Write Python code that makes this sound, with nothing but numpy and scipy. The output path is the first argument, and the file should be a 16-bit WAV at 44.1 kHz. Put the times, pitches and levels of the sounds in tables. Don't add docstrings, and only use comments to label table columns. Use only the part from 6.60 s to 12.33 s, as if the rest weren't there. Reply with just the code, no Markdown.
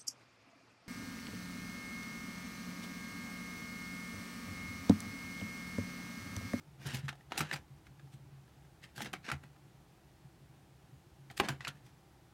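import sys
import numpy as np
from scipy import signal
from scipy.fft import rfft, irfft
from scipy.io import wavfile
from scipy.ndimage import uniform_filter1d

SR = 44100
rng = np.random.default_rng(int(sys.argv[2]) if len(sys.argv) > 2 else 0)


def generate_wav(signal):
    frames = np.transpose(np.atleast_2d(signal))
    scaled = np.clip(frames, -1, 1) * 32767
    pcm = np.round(scaled).astype(np.int16)
    wavfile.write(sys.argv[1], SR, pcm)


def invert_db(x):
    u = np.asarray(x, float) / 20
    return 10 ** u


N = 252693


def evened(x):
    return x / np.sqrt(np.mean(x ** 2) + 1e-20)


def peaked(x):
    return x / (np.max(abs(x)) + 1e-20)


def read(points, hz):
    f, value = np.transpose(points)
    return np.interp(np.log(hz + 1), np.log(f + 1), value)


def add(mix, start_s, sound):
    part = mix[max(round(start_s * SR), 0):][:len(sound)]
    part += sound[:len(part)]


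def smoothed(x, first, second):
    return uniform_filter1d(uniform_filter1d(x, size=first), size=second)


def coloured(x, points):
    hz = np.fft.rfftfreq(len(x), 1 / SR)
    return irfft(rfft(x) * invert_db(read(points, hz)), len(x))


def middle_and_treble(x):
    upper = signal.sosfilt(signal.butter(2, 700, "highpass", fs=SR, output="sos"), x)
    middle = signal.lfilter(*signal.butter(1, 6000, fs=SR), upper)
    return middle, upper - middle


def ring(x, hz, t60_s):
    t = np.arange(round(1.5 * t60_s * SR) + 8) / SR
    mode = invert_db(-60 * t / t60_s) * np.sin(2 * np.pi * hz * t)
    return signal.oaconvolve(x, mode)[:len(x)]


def chance(count):
    return rng.standard_normal(count), rng.exponential(1, count), rng.standard_normal(count)


def patchy(x, clump, depth_db):
    z = rfft(x)
    ripple = evened(smoothed(clump[:len(z)], len(x) // 200, len(x) // 300))
    return irfft(z * invert_db(depth_db * ripple), len(x))


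# frequency in Hz, level in dB per Hz.
AIR = [(30, -20), (68, -3), (97, -20.5), (132, -3), (240, -20), (320, -12.5), (450, -23), (680, -23.5),
       (800, -19.5), (980, -25.5), (2700, -32), (6800, -38), (13000, -42.5), (16000, -45)]


def air():
    frames, hz = N // 512 + 5, np.fft.rfftfreq(2048, 1 / SR)
    a, b, patches = rng.standard_normal((frames, 1025, 3)).T
    patches = uniform_filter1d(patches, size=16, axis=0)
    patches = evened(uniform_filter1d(patches, size=8, axis=1))
    z = (a + 1j * b) * invert_db(read(AIR, hz)[:, None] + 0.42 * patches)
    tone = signal.istft(z, nperseg=2048, noverlap=1536)[1][:N]
    return invert_db(-61.5) * evened(tone)


def push(row, phase):
    start_s, peak_db, hz, t60_s = row
    t = np.arange(round(.4 * SR)) / SR
    rise = (1 - np.exp(-t / 0.0045)) ** 2

    def mode(ratio, t60_s):
        swell = peaked(rise * invert_db(-60 * t / t60_s))
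        return swell * np.sin(2 * np.pi * (ratio * hz * t + phase))

    main = mode(1, np.clip(t60_s, .04, .6))
    upper = invert_db(-16.5) * mode(1.57, 0.1)
    lower = invert_db(-14.5) * mode(0.613, 0.28)
    return start_s - .006, invert_db(peak_db) * (main + upper + lower)


# time in seconds, peak in dB, mode in Hz, t60 in seconds.
BLOWS = [(.258, -34.5, 138.6, 0.16), (.338, -40, 231.5, 0.064), (.34, -33.5, 130.5, 0.14),
         (.384, -42, 136.6, 0.18), (.436, -34.5, 138, 0.27), (.804, -34.5, 151, 0.22),
         (.94, -41.5, 142.5, 0.17), (.985, -50, 80, .14), (2.379, -45, 135, 0.15), (2.42, -44.5, 220, 0.15),
         (2.448, -49, 128.6, 0.26), (2.525, -48.5, 178, 0.12), (2.575, -54.5, 163, 0.17),
         (2.724, -38, 138, 0.22), (2.739, -45.5, 81, 0.25), (4.7, -52, 122, 0.19), (4.794, -46, 167, .21),
         (4.806, -39, 215, 0.13), (4.896, -35, 136.7, .23), (4.998, -47, 132, 0.11), (5.08, -44, 140, 0.14),
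         (5.146, -51, 146, 0.07)]
# time in seconds, peak in dB.
LEANS = [(.08, -55), (0.127, -53.5), (.198, -49), (1.101, -49), (1.146, -53), (1.43, -47.5), (1.601, -54),
         (1.658, -52.5), (1.722, -49.5), (1.968, -52), (3.02, -55.5), (4.594, -51.5)]
# time in seconds, peak in dB.
NUDGES = [(.673, -53), (1.265, -52.5), (1.305, -50.5), (1.38, -51.5), (1.54, -44.5), (1.772, -62),
          (2.241, -55), (2.841, -50), (2.897, -55), (3.067, -55), (3.146, -53), (3.65, -51), (3.811, -53),
          (3.893, -53), (4.116, -58), (4.239, -52.5), (4.328, -49.5), (4.465, -53), (5.244, -55),
          (5.336, -67), (5.64, -61)]


def pushes():
    desk_hz, lean_t60_s, nudge_t60_s = 135.9, 0.42, .15
    leans = [(*row, desk_hz, lean_t60_s) for row in LEANS]
    nudges = [(*row, desk_hz, nudge_t60_s) for row in NUDGES]
    return BLOWS + leans + nudges


# frequency in Hz, level in dB per Hz.
SLEEVE = [(400, -11.5), (900, -9.5), (1600, 5.5), (2500, 1.5), (4500, -4.5), (8000, -11.5), (12000, -16.5),
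          (16000, -25)]
# frequency in Hz, level in dB per Hz.
STACK = [(110, -9), (219, 4), (285, 0), (392, -2), (540, -6), (786, -6), (1000, -7.5), (1600, -56)]


def slide(row, chance):
    fullest_s, rustle_db, swell_s, fade_s, treble_db, body_db = row
    noise, size, clump = chance
    swell_s, fade_s = np.clip(swell_s, .002, .04), np.clip(fade_s, .01, .15)
    t = np.arange(len(noise)) / SR - 3 * swell_s
    swelling = np.exp(-.5 * (t / swell_s) ** 2)
    fading = invert_db(-22.0 * (abs(t) / fade_s) ** 1.18)
    shape = np.where(t < 0, swelling, fading)

    grains = noise * invert_db(2.5 * np.minimum(size, 5))
    slips = patchy(grains, clump, depth_db=2.8)
    middle, treble = middle_and_treble(coloured(slips, SLEEVE))
    treble = evened(treble) * invert_db(treble_db) * shape ** 0.93
    body = evened(coloured(noise, STACK)) * invert_db(body_db + 0.5)
    clumping_db = 2.0 * evened(smoothed(clump, 110, 60))
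    level = invert_db(rustle_db - 5.0 + clumping_db)
    return fullest_s - 3 * swell_s, (evened(middle) + treble + body) * shape * level


# fullest moment in seconds, rustle in dB, fade in seconds, treble in dB re rustle.
DRAGS = [(.229, -55, 0.11, 1), (.271, -46.5, 0.061, 3), (.35, -46, .07, 5), (.53, -67, 0.097, -8),
         (.732, -50.5, 0.075, -26), (.762, -46.5, 0.064, -20), (.783, -39, .031, 7.5),
         (.812, -39, 0.065, -10), (.936, -40.5, .039, 2), (.962, -48.5, 0.051, -1.5), (2.372, -55, .06, 6),
         (2.399, -46.5, 0.05, -1), (2.423, -47.5, 0.042, 8), (2.462, -43, .04, -11),
         (2.549, -49, 0.041, -17), (2.693, -43.5, .05, -26), (2.728, -41, 0.042, -13),
         (2.84, -59, .05, -15), (4.714, -60, .051, -2), (4.848, -39.5, .06, -28), (4.903, -41.5, 0.067, -6),
         (5.161, -70, 0.17, -6), (5.268, -68, 0.082, 7)]
FLEXES = [(.311, -42, .12, -9.5), (.391, -54.5, 0.047, 2), (.452, -56.5, 0.062, -7), (.493, -38, .024, -24),
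          (.86, -50.5, 0.096, -22), (.899, -49, 0.054, -21), (1.263, -71, 0.038, 3),
          (1.536, -71, 0.075, 9.5), (2.238, -51, .05, -11), (2.299, -70, 0.073, -3), (2.501, -62, .06, -16),
          (2.664, -46, 0.074, -29), (4.776, -57, 0.03, 14.5), (4.792, -48, 0.024, 0),
          (5.022, -51, .04, -25), (5.057, -45, 0.039, -18), (5.086, -40, .036, -13)]


def slides():
    swell_share = .21
    kinds = [(DRAGS, -0.5), (FLEXES, -9.5)]
    rows = [(s, rustle_db, swell_share * fade_s, fade_s, treble_db, body_db)
            for table, body_db in kinds
            for s, rustle_db, fade_s, treble_db in table]
    shaken_stack = (4.812, -46, .005, 0.076, -25, 9)
    return rows + [shaken_stack]


# frequency in Hz, level in dB, t60 in seconds.
BINDER = [(370, -3, 0.045), (791, 0, 0.064), (940, -33, 5.0), (1300, -5.5, 0.093)]


def snap(row, chance):
    start_s, peak_db, hz, treble_db, body_db, t60_s = row
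    noise, size, clump = chance
    t = np.arange(len(noise)) / SR
    clicks = noise * invert_db(3.9 * np.minimum(size, 4))
    decay = invert_db(-60 * (t / np.clip(t60_s, .005, .12)) ** 0.96)
    dying = decay * np.minimum(t * 1180.0, 1)
    swarm = peaked(clicks * dying) + 2.1 * np.exp(-t * 22000.0)

    sheet_t60_s = min(25.4 / hz, 0.015)
    sheet = peaked(ring(swarm, hz, sheet_t60_s)) + 1.1 * peaked(ring(swarm, 1.63 * hz, 0.0014))
    crackle = coloured(patchy(clicks, clump, depth_db=2.5), SLEEVE)
    middle, treble = (peaked(part * dying) for part in middle_and_treble(crackle))
    plastic = peaked(sum(middle_and_treble(sheet)) + 0.9 * middle)

    binder = sum(invert_db(db) * ring(swarm, mode_hz, np.clip(0.59 * mode_t60_s, .01, .05))
                 for mode_hz, db, mode_t60_s in BINDER)
    binder = peaked(binder - uniform_filter1d(binder, size=200))
    sound = plastic + treble * invert_db(treble_db + 2.5) + binder * invert_db(body_db + 0.5)
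    return start_s, invert_db(peak_db) * sound


# start in seconds, peak in dB, ring in Hz.
TICKS = [(.214, -62, 3100), (.554, -50, 840), (0.609, -52, 1900), (1.474, -55.5, 784), (1.879, -56, 1730),
         (2.05, -55.5, 1650), (2.291, -61, 3000), (2.963, -58, 1420), (5.155, -55, 1710), (5.17, -61, 1770),
         (5.27, -62, 4500)]
# start in seconds, peak in dB, ring in Hz, treble in dB re peak.
STACK_SNAPS = [(0.257, -40, 1470, -14), (0.345, -40, 2890, 4.5), (.355, -43.5, 2340, 4),
               (.369, -45, 2190, 5), (.528, -42.5, 760, -34), (.711, -46.5, 810, -20), (.72, -27, 905, -31),
               (.777, -27.5, 4170, 5), (.791, -34, 2070, 5.5), (.938, -27, 4850, -12),
               (.959, -36.5, 1880, -6), (1.396, -50.5, 1690, -15), (2.379, -35.5, 1600, -2.5),
               (2.446, -39, 2100, 0), (2.458, -34.5, 2140, -21), (2.531, -37, 2600, 1.5),
               (2.536, -26.5, 1580, -14), (2.721, -35, 1460, -13), (4.701, -41, 2280, -17),
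               (4.711, -45.5, 735, 0), (4.776, -41.5, 3310, 10.5), (4.799, -19.5, 2920, -5.5),
               (4.886, -25, 1540, -3.5), (4.892, -26, 1050, -11.5)]
# start in seconds, peak in dB, ring in Hz, treble in dB re peak, t60 in seconds.
FREE_SNAPS = [(0.268, -47.5, 1450, 9, .06), (0.482, -30, 1740, -17, 0.04), (.49, -30, 2530, -12, 0.026),
              (0.806, -21.5, 1470, -7, .045), (.913, -23, 1850, -16, 0.03), (.929, -28.5, 2190, -20, .05),
              (1.268, -47.5, 2250, -11, 0.032), (2.239, -44.5, 3240, -2.5, .042),
              (2.36, -58, 3560, -3, .025), (2.406, -30.5, 885, -22, 0.015), (2.419, -35, 4250, -0.5, 0.029),
              (2.551, -42.5, 2270, -24, 0.13), (2.689, -30.5, 1610, -24, 0.027),
              (2.7, -29.5, 1350, -18, 0.028), (2.716, -23.5, 1473, -10, 0.032),
              (2.837, -46, 1550, -11, 0.016), (5.007, -33, 1930, -24, 0.027),
              (5.049, -28.5, 2750, -17, 0.027), (5.072, -28, 1500, -22, 0.034),
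              (5.078, -37.5, 4870, 2.5, .042)]


def snaps():
    free_body_db = -29
    stack_body_db, stack_t60_s = -7, 0.035
    tick_treble_db, tick_body_db, tick_t60_s = -11, -4, 0.025
    free = [(*row, free_body_db, t60_s) for *row, t60_s in FREE_SNAPS]
    stack = [(*row, stack_body_db, stack_t60_s) for row in STACK_SNAPS]
    ticks = [(*row, tick_treble_db, tick_body_db, tick_t60_s) for row in TICKS]
    return free + stack + ticks


# frequency in Hz, level in dB, t60 in seconds.
SLAPPED = [(396, -1.5, 0.068), (809, -1.5, 0.084), (910, -8, 0.051), (1075, 3.5, 0.033), (1190, -3.5, .03),
           (1340, -13, 0.018), (1570, 0.5, 0.026), (1680, -11, .02), (2000, -2, 0.034), (2060, -13, 0.033),
           (2370, -29, .023), (3000, -23, .025), (3390, -19, .024)]


def slap():
    slap_s, peak_db, blow_s = 4.8, -11, 0.00004
    lead_s, lead_db, delay_s = .0011, -15.5, .002
    t = np.arange(round(.1 * SR)) / SR
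    edge = -invert_db(lead_db) * np.exp(-.5 * ((t - delay_s + lead_s) / blow_s) ** 2)
    page = np.exp(-.5 * ((t - delay_s) / blow_s) ** 2)
    modes = sum(invert_db(db) * ring(edge + page, hz, t60_s) for hz, db, t60_s in SLAPPED)
    return slap_s - delay_s, invert_db(peak_db) * peaked(modes)


# frequency in Hz, t60 in seconds.
ROOM = [(200, 0.21), (1000, .22), (4000, 0.091), (15000, 0.069)]


def room(x):
    taps = np.zeros(SR // 2)
    at = np.arange(200, len(taps) - 20, 20)
    taps[at + rng.integers(0, 20, len(at))] = rng.choice([-1., 1.], len(at))
    hz, t, z = signal.stft(taps, SR, nperseg=256)
    decay = invert_db(-60 * t / read(ROOM, hz)[:, None])
    tail = signal.istft(z * decay, SR, nperseg=256)[1]
    return signal.fftconvolve(x, tail / np.linalg.norm(tail))[:N]


def scene():
    tone, pages, desk = air(), np.zeros(N), np.zeros(N)
    for row in pushes():
        add(desk, *push(row, rng.random()))
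    for row in slides():
        add(pages, *slide(row, chance(count=12000)))
    for row in snaps():
        add(pages, *snap(row, chance(count=4096)))
    add(pages, *slap())
    return (pages + invert_db(-17.5) * room(pages) + desk + tone)[None]


def low_pass(x):
    return signal.sosfilt(signal.butter(12, 16510, fs=SR, output="sos"), x)


def record(dry):
    low_hz, high_hz = 55, 16100
    x = signal.sosfilt(signal.butter(3, low_hz, "highpass", fs=SR, output="sos"), dry)
    x = signal.oaconvolve(x, signal.firwin(255, high_hz, fs=SR)[None], "same")
    return low_pass(x)


dry = scene()
out = record(dry)
generate_wav(out)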